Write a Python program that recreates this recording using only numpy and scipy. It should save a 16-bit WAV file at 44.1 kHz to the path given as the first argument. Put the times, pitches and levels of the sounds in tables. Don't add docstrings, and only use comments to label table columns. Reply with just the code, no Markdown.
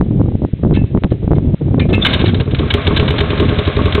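import sys
import numpy as np
from scipy import signal
from scipy.fft import rfft, irfft
from scipy.io import wavfile
from scipy.ndimage import uniform_filter1d

SR = 44100
rng = np.random.default_rng(int(sys.argv[2]) if len(sys.argv) > 2 else 0)


def to_wav(sig):
    pcm = np.clip(np.atleast_2d(sig), -1, 1) * 32767
    pcm = np.round(pcm).astype(np.int16)
    wavfile.write(sys.argv[1], SR, pcm.T)


N = 176400


def undb(db):
    return 10 ** (np.asarray(db) / 20)


def unit(x):
    return x / np.sqrt(np.mean(x ** 2))


def clock(start=0):
    return np.maximum(np.arange(N) / SR - start, 0)


def curve(rows):
    return np.interp(clock(), *np.array(rows).T)


def noise(spectrum):
    hz, db = np.array(spectrum).T
    bin_hz = np.maximum(np.arange(N // 2 + 1) * SR / N, 1)
    colour = undb(np.interp(np.log(bin_hz), np.log(hz), db))
    return unit(irfft(rfft(rng.standard_normal(N)) * colour, N))


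def butter(x, hz, kind, order, apply=signal.sosfilt):
    return apply(signal.butter(order, hz, kind, fs=SR, output="sos"), x)


def flutter(span_s):
    return unit(butter(rng.standard_normal(N), .5 / span_s, "low", order=2))


def add(out, start, sound):
    i = int(start * SR)
    part = sound[:max(N - i, 0)]
    out[i:i + len(part)] += part


def burst(start, rise_s, hold_s, fall_s):
    out, t = np.zeros(N), np.arange(int((hold_s + 10 * fall_s) * SR)) / SR
    add(out, start, np.minimum(t / rise_s, 1) * np.exp(-np.maximum(t - hold_s, 0) / fall_s))
    return out


# time in seconds, level in dB.
GUST_LEVEL = [(0, -7.5), (.05, -21), (.085, -14), (.2, -10), (.33, -19), (.385, -23.5), (.445, -11.5),
              (.47, -24.5), (.52, -33.5), (.54, -24.5), (.565, -28.5), (.61, -22.5), (.65, -12),
              (.75, -9.5), (.85, -9.5), (.866, -26.5), (.9, -30.5), (.915, -16), (.98, -11), (1.0, -31.5),
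              (1.045, -8), (1.09, -29.5), (1.12, -9), (1.16, -23), (1.29, -17.5), (1.315, -9),
              (1.41, -15.5), (1.543, -10.5), (1.556, -36), (1.59, -34.5), (1.615, -13), (1.82, -10.5),
              (1.98, -13), (2.01, -17.5), (2.12, -17), (2.29, -10.5), (2.36, -15), (2.42, -12),
              (2.445, -27), (2.48, -17.5), (2.65, -14), (2.69, -18.5), (2.83, -24), (2.97, -13.5),
              (3.11, -13.5), (3.17, -17.5), (3.26, -20), (3.38, -19.5), (3.47, -13), (3.56, -21),
              (3.72, -23), (3.82, -16.5), (4, -21.5)]
# frequency in Hz, relative level in dB.
WIND_COLOUR = [(10, -26), (25, -14), (45, -5.5), (70, -1.5), (130, 1), (200, -5.5), (310, -9), (450, -19),
               (650, -30), (1000, -43), (2000, -65), (4000, -94)]

def wind(brighten=0.19, eddy_s=0.036):
    gust_db = curve(GUST_LEVEL)
    eddies = noise(WIND_COLOUR)
    eddies /= np.sqrt(uniform_filter1d(eddies ** 2, int(eddy_s * SR)) + 0.038)
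    highs = butter(eddies, 347, "high", order=2, apply=signal.sosfiltfilt)
    churn_db = 4 * flutter(0.011)
    highs_gain = undb(brighten * (gust_db - gust_db.mean()) + churn_db)
    return undb(gust_db + churn_db / 2) * (eddies + (highs_gain - 1) * highs)


# centre in seconds, level in dB, width in seconds.
WIND_HITS = [(0.012, 3.5, 0.0011), (0.198, -7, 0.001), (0.215, -3, .001), (0.250, -10, 0.0019),
             (0.354, -0.5, .0018), (0.42, -3.5, 0.0012), (0.450, -1, 0.0011), (0.537, -3, 0.0022),
             (0.650, -1.5, 0.001), (0.711, 2, 0.0017), (0.95, -2.5, 0.00094), (0.975, -2, 0.0009),
             (1.245, -4, 0.0026), (1.279, -0.5, 0.0015), (1.309, -1.5, 0.0012), (1.316, 1.5, .001),
             (1.322, 0, 0.0012), (1.334, -2.5, 0.00086), (1.384, 0, 0.0015), (1.475, -1.5, 0.002),
             (1.545, -3.5, 0.0013), (1.745, -1, 0.0011), (1.981, 0.5, 0.0011), (2.537, -3, 0.0014)]

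def buffets(edge=0.34):
    out, t = np.zeros(N), np.arange(-SR // 100, SR // 100) / SR
    for centre, db, width in WIND_HITS:
        swing = np.tanh(t / width / edge) * np.exp(-(t / width) ** 2 / 2)
        add(out, centre + t[0], undb(db) * swing)
    return out


# frequency in Hz, relative level in dB.
AIR_COLOUR = [(100, 3.5), (500, 1.5), (1000, -7.5), (2000, 2), (3600, 0), (5000, -7.5)]

def outdoor_hiss():
    return undb(-49) * noise(AIR_COLOUR)


def resonate(x, modes):
    out = 0
    for hz, t60, db in modes:
        pole = np.exp((2j * np.pi * hz - np.log(1000) / t60) / SR)
        ring = signal.lfilter([0, pole.imag], [1, -2 * pole.real, abs(pole) ** 2], x)
        out += undb(db) * np.sqrt(2 * (1 - abs(pole) ** 2)) * ring
    return out / np.linalg.norm(undb(np.array(modes)[:, 2]))


# frequency in Hz, relative level in dB.
IRON_COLOUR = [(300, -20), (700, -5.5), (1100, -7.5), (1350, -5.5), (1600, -4.5), (1900, -3.5),
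               (2250, -2.5), (2700, -0.5), (3100, -1), (3600, 2.5), (4000, 1), (5000, -8.5)]

def metal_hits(hits, modes, crack_db, rise_s=0.00079):
    force = sum(undb(db) * burst(at, rise_s, length, fall_s=.0025) for at, db, length in hits)
    tail = sum(undb(db - 13.5) * burst(at, rise_s, length, fall_s=.025) for at, db, length in hits)
    grit = unit(undb(3.5 * np.tanh(flutter(0.0012))))
    crack = np.hypot(force * grit, tail) * noise(IRON_COLOUR)
    ring = resonate(force * rng.standard_normal(N), modes)
    return undb(crack_db) * crack + undb(-6) * ring


# start in seconds, level in dB, length in seconds.
CRANK_KNOCKS = [(0.738, -30.5, .035), (1.104, -38.5, 0.022), (1.352, -40.5, 0.014), (1.796, -16.5, 0.0069),
                (1.889, -33, 0.018), (1.929, -22, 0.018), (2.018, -38, 0.0055)]
# pitch in Hz, t60 in seconds, relative level in dB.
HANDLE_MODES = [(1298, 0.1, 7), (1540, 0.14, 1.5), (1750, .10, 12), (2140, 0.14, 12), (2190, 0.15, -1),
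                (2700, 0.19, -4), (3040, 0.17, 2.5), (3500, 0.032, -7.5), (3750, 0.095, -9)]

def crank_knocks():
    return metal_hits(CRANK_KNOCKS, HANDLE_MODES, crack_db=0)


# start in seconds, pitch in Hz, level in dB, attack and t60 in seconds.
CRANK_CLINKS = [(0.752, 2630, -30.5, .012, 0.27), (1.803, 2380, -21.5, 0.015, 0.13),
                (1.93, 2620, -13.5, 0.009, 0.15), (2.012, 3530, -9.5, 0.015, 0.062),
                (2.058, 2106, -18.5, .012, .1)]

def crank_clinks(beat_hz=55):
    out, wobble = np.zeros(N), 0.98 * flutter(0.0093)
    for start, hz, db, rise_s, t60 in CRANK_CLINKS:
        turn = 2 * np.pi * clock(start)
        ring = np.sin(hz * turn + wobble) + undb(-7) * np.sin((hz + beat_hz) * turn - wobble)
        out += undb(db) * burst(start, rise_s, rise_s, t60 / np.log(1000)) * ring
    roughness = 1 + .25 * flutter(0.00067)
    return out * roughness


# start in seconds, height as a linear gain.
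MIC_POPS = [(1.0373, 0.89), (1.0448, 0.53)]

def microphone_pops():
    return sum(height * burst(at, rise_s=1 / SR, hold_s=0, fall_s=0.001) for at, height in MIC_POPS)


# time in seconds, level in dB.
WHIRR_LEVEL = [(0, -65), (1.9, -50), (2.06, -22.5), (2.29, -32.5), (2.34, -36.5), (2.49, -39.5),
               (2.56, -32.5), (2.69, -30), (2.76, -26), (3.1, -26.5), (3.5, -25.5), (4, -26.5)]
# frequency in Hz, relative level in dB.
WHIRR_COLOUR = [(290, -26.5), (500, 2), (632, -1), (721, -6.5), (960, -15), (1070, -4.5), (1430, -9.5),
                (1590, -7), (1840, -13.5), (2190, -9.5), (2820, -13.5), (3510, -11), (4000, -16),
                (5200, -33.5), (8800, -120)]

def gears():
    whirr = butter(noise(WHIRR_COLOUR), 480, "high", order=2)
    grain = np.exp(0.12 * flutter(0.0013))
    return undb(curve(WHIRR_LEVEL)) * unit(whirr * grain)


# start in seconds, level in dB, length in seconds.
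ENGINE_CLACKS = [(2.048, -8, 0.021), (2.088, -20, 0.038), (2.130, -12, 0.0188), (2.15, -30, 0.021),
                 (2.192, -20.5, 0.03), (2.24, -27, 0.019), (2.258, -18, 0.013), (2.278, -22, 0.019),
                 (2.344, -19.5, 0.0065), (2.399, -22, 0.014), (2.509, -28, 0.01), (2.546, -20, 0.0083),
                 (2.588, -19, .010), (2.703, -12, 0.0093), (2.738, -7.5, 0.0031), (2.868, -11, 0.0078),
                 (2.963, -12, .015), (2.996, -8, 0.0027), (3.079, -14, .008), (3.105, -15.5, 0.0042),
                 (3.182, -15, 0.011), (3.204, -13, 0.0076), (3.303, -18, 0.0064), (3.376, -18, 0.0043),
                 (3.398, -15.5, 0.0074), (3.488, -21, .009), (3.586, -19, .010), (3.651, -21.5, 0.0089),
                 (3.673, -18.5, 0.0054), (3.765, -18, 0.0049), (3.855, -17.5, 0.0073), (3.924, -13, 0.0034),
                 (3.948, -14, 0.0071)]
# pitch in Hz, t60 in seconds, relative level in dB.
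BLOCK_MODES = [(1067, .04, -4.5), (1613, 0.026, 2), (2261, 0.021, 0.5), (2995, 0.021, 3), (3242, 0.055, -1),
               (3625, 0.02, 3)]

def engine_clatter():
    return metal_hits(ENGINE_CLACKS, BLOCK_MODES, crack_db=-2)


# pitch in Hz, t60 in seconds,
# level in dB for the first cylinder, level in dB for the second.
STACK_MODES = [(71, 0.094, -12.5, -12), (128.7, 0.061, -7, -15.5), (232.6, 0.059, -12, -12),
               (317.5, 0.034, -8, -24), (415.3, 0.12, -10.5, -12), (576, 0.066, -27.5, -24),
               (628, 0.11, -23.5, -28.5), (908, 0.18, -37, -29.5), (1086, 0.081, -26.5, -21),
               (1200, 0.042, -32, -20), (1360, 0.045, -31, -26)]

def stack_ring(cylinder, detune=0.0076, scatter_db=2.1, rise_s=0.0021):
    t = clock()[:SR // 5]
    hz, t60, *cylinder_db = np.array(STACK_MODES).T[:, :, None]
    pitch_draw, level_draw = rng.standard_normal((2, len(STACK_MODES), 1))
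    modes = np.sin(2 * np.pi * hz * (1 + detune * pitch_draw) * t) * np.exp(-np.log(1000) * t / t60)
    gains = undb(cylinder_db[cylinder] + scatter_db * level_draw)
    signs = (-1) ** np.arange(len(STACK_MODES))[:, None]
    return -np.minimum(t / rise_s, 1) * (signs * gains * modes).sum(0)


# frequency in Hz, relative level in dB.
PUFF_COLOUR = [(100, -12), (300, 27.5), (600, -10.5), (850, -23), (1150, -15.5), (1600, -9), (2200, 0.5),
               (3500, -19.5), (5000, -31)]
# start in seconds, first cylinder's level in dB,
# second cylinder's delay in seconds, its level in dB.
FIRING_PAIRS = [(2.349, -4.5, 0.07, -13), (2.475, -5, 0.068, -21.5), (2.595, -5.5, 0.035, -3),
                (2.744, 2, 0.037, -2.5), (2.877, 3, 0.03, 2), (2.998, -1, 0.029, -2),
                (3.104, -1, 0.035, -2.5), (3.209, 1, 0.025, -4), (3.302, -3, .027, -0.5),
                (3.400, 1, .026, -0.5), (3.491, -3.5, 0.031, -5), (3.586, 2, 0.024, -6.5),
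                (3.675, 1, 0.023, -5.5), (3.767, -0.5, 0.022, 3.5), (3.856, 1.5, 0.023, -3),
                (3.95, 1, 0.029, 1.5)]

def exhaust(thump_hz=88.5, thump_s=0.0076):
    out, puffs = np.zeros(N), np.zeros(N)
    for start, first_db, delay, second_db in FIRING_PAIRS:
        for cylinder, (at, db) in enumerate([(start, first_db), (start + delay, second_db)]):
            add(out, at, undb(db) * stack_ring(cylinder))
            puffs += undb(db - 15.5) * burst(at, rise_s=0.0014, hold_s=0.0014, fall_s=0.0049)
        t = clock() - start
        thump = np.sin(2 * np.pi * thump_hz * t) / (1 + (t / thump_s) ** 2)
        out -= undb(first_db - 7) * thump
    return out + puffs * noise(PUFF_COLOUR)


def tappets(cycle_fractions=(.55, 1)):
    starts = np.array(FIRING_PAIRS)[2:, 0]
    ticks = sum(burst(start + fraction * period, rise_s=0.0014, hold_s=0.0027, fall_s=0.0041)
                for start, period in zip(starts, np.diff(starts)) for fraction in cycle_fractions)
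    return undb(-24.5) * ticks * noise(IRON_COLOUR)


def scene(echo_s=0.11, echo_db=-20):
    weather = wind() + buffets() + outdoor_hiss() + microphone_pops()
    tractor = crank_knocks() + crank_clinks() + gears() + engine_clatter() + exhaust() + tappets()
    echo = np.interp(clock() - echo_s, clock(), tractor, left=0)
    return (weather + tractor + undb(echo_db) * echo)[None]


def record(dry, overload=.71, knee=16, treble_hz=4091, top_hz=15800):
    dry = dry * np.minimum(clock() / .004, 1)
    clipped = dry / (0.5 + np.abs(dry / overload) ** knee) ** (1 / knee)
    dull = butter(clipped, treble_hz, "low", order=14, apply=signal.sosfiltfilt)
    crackly = np.clip(dull, -overload, overload)
    treble_leak = undb(-54) * (clipped - dull)
    return signal.sosfilt(signal.ellip(8, .2, 70, top_hz, fs=SR, output="sos"), crackly + treble_leak)


dry = scene()
out = record(dry)
to_wav(out)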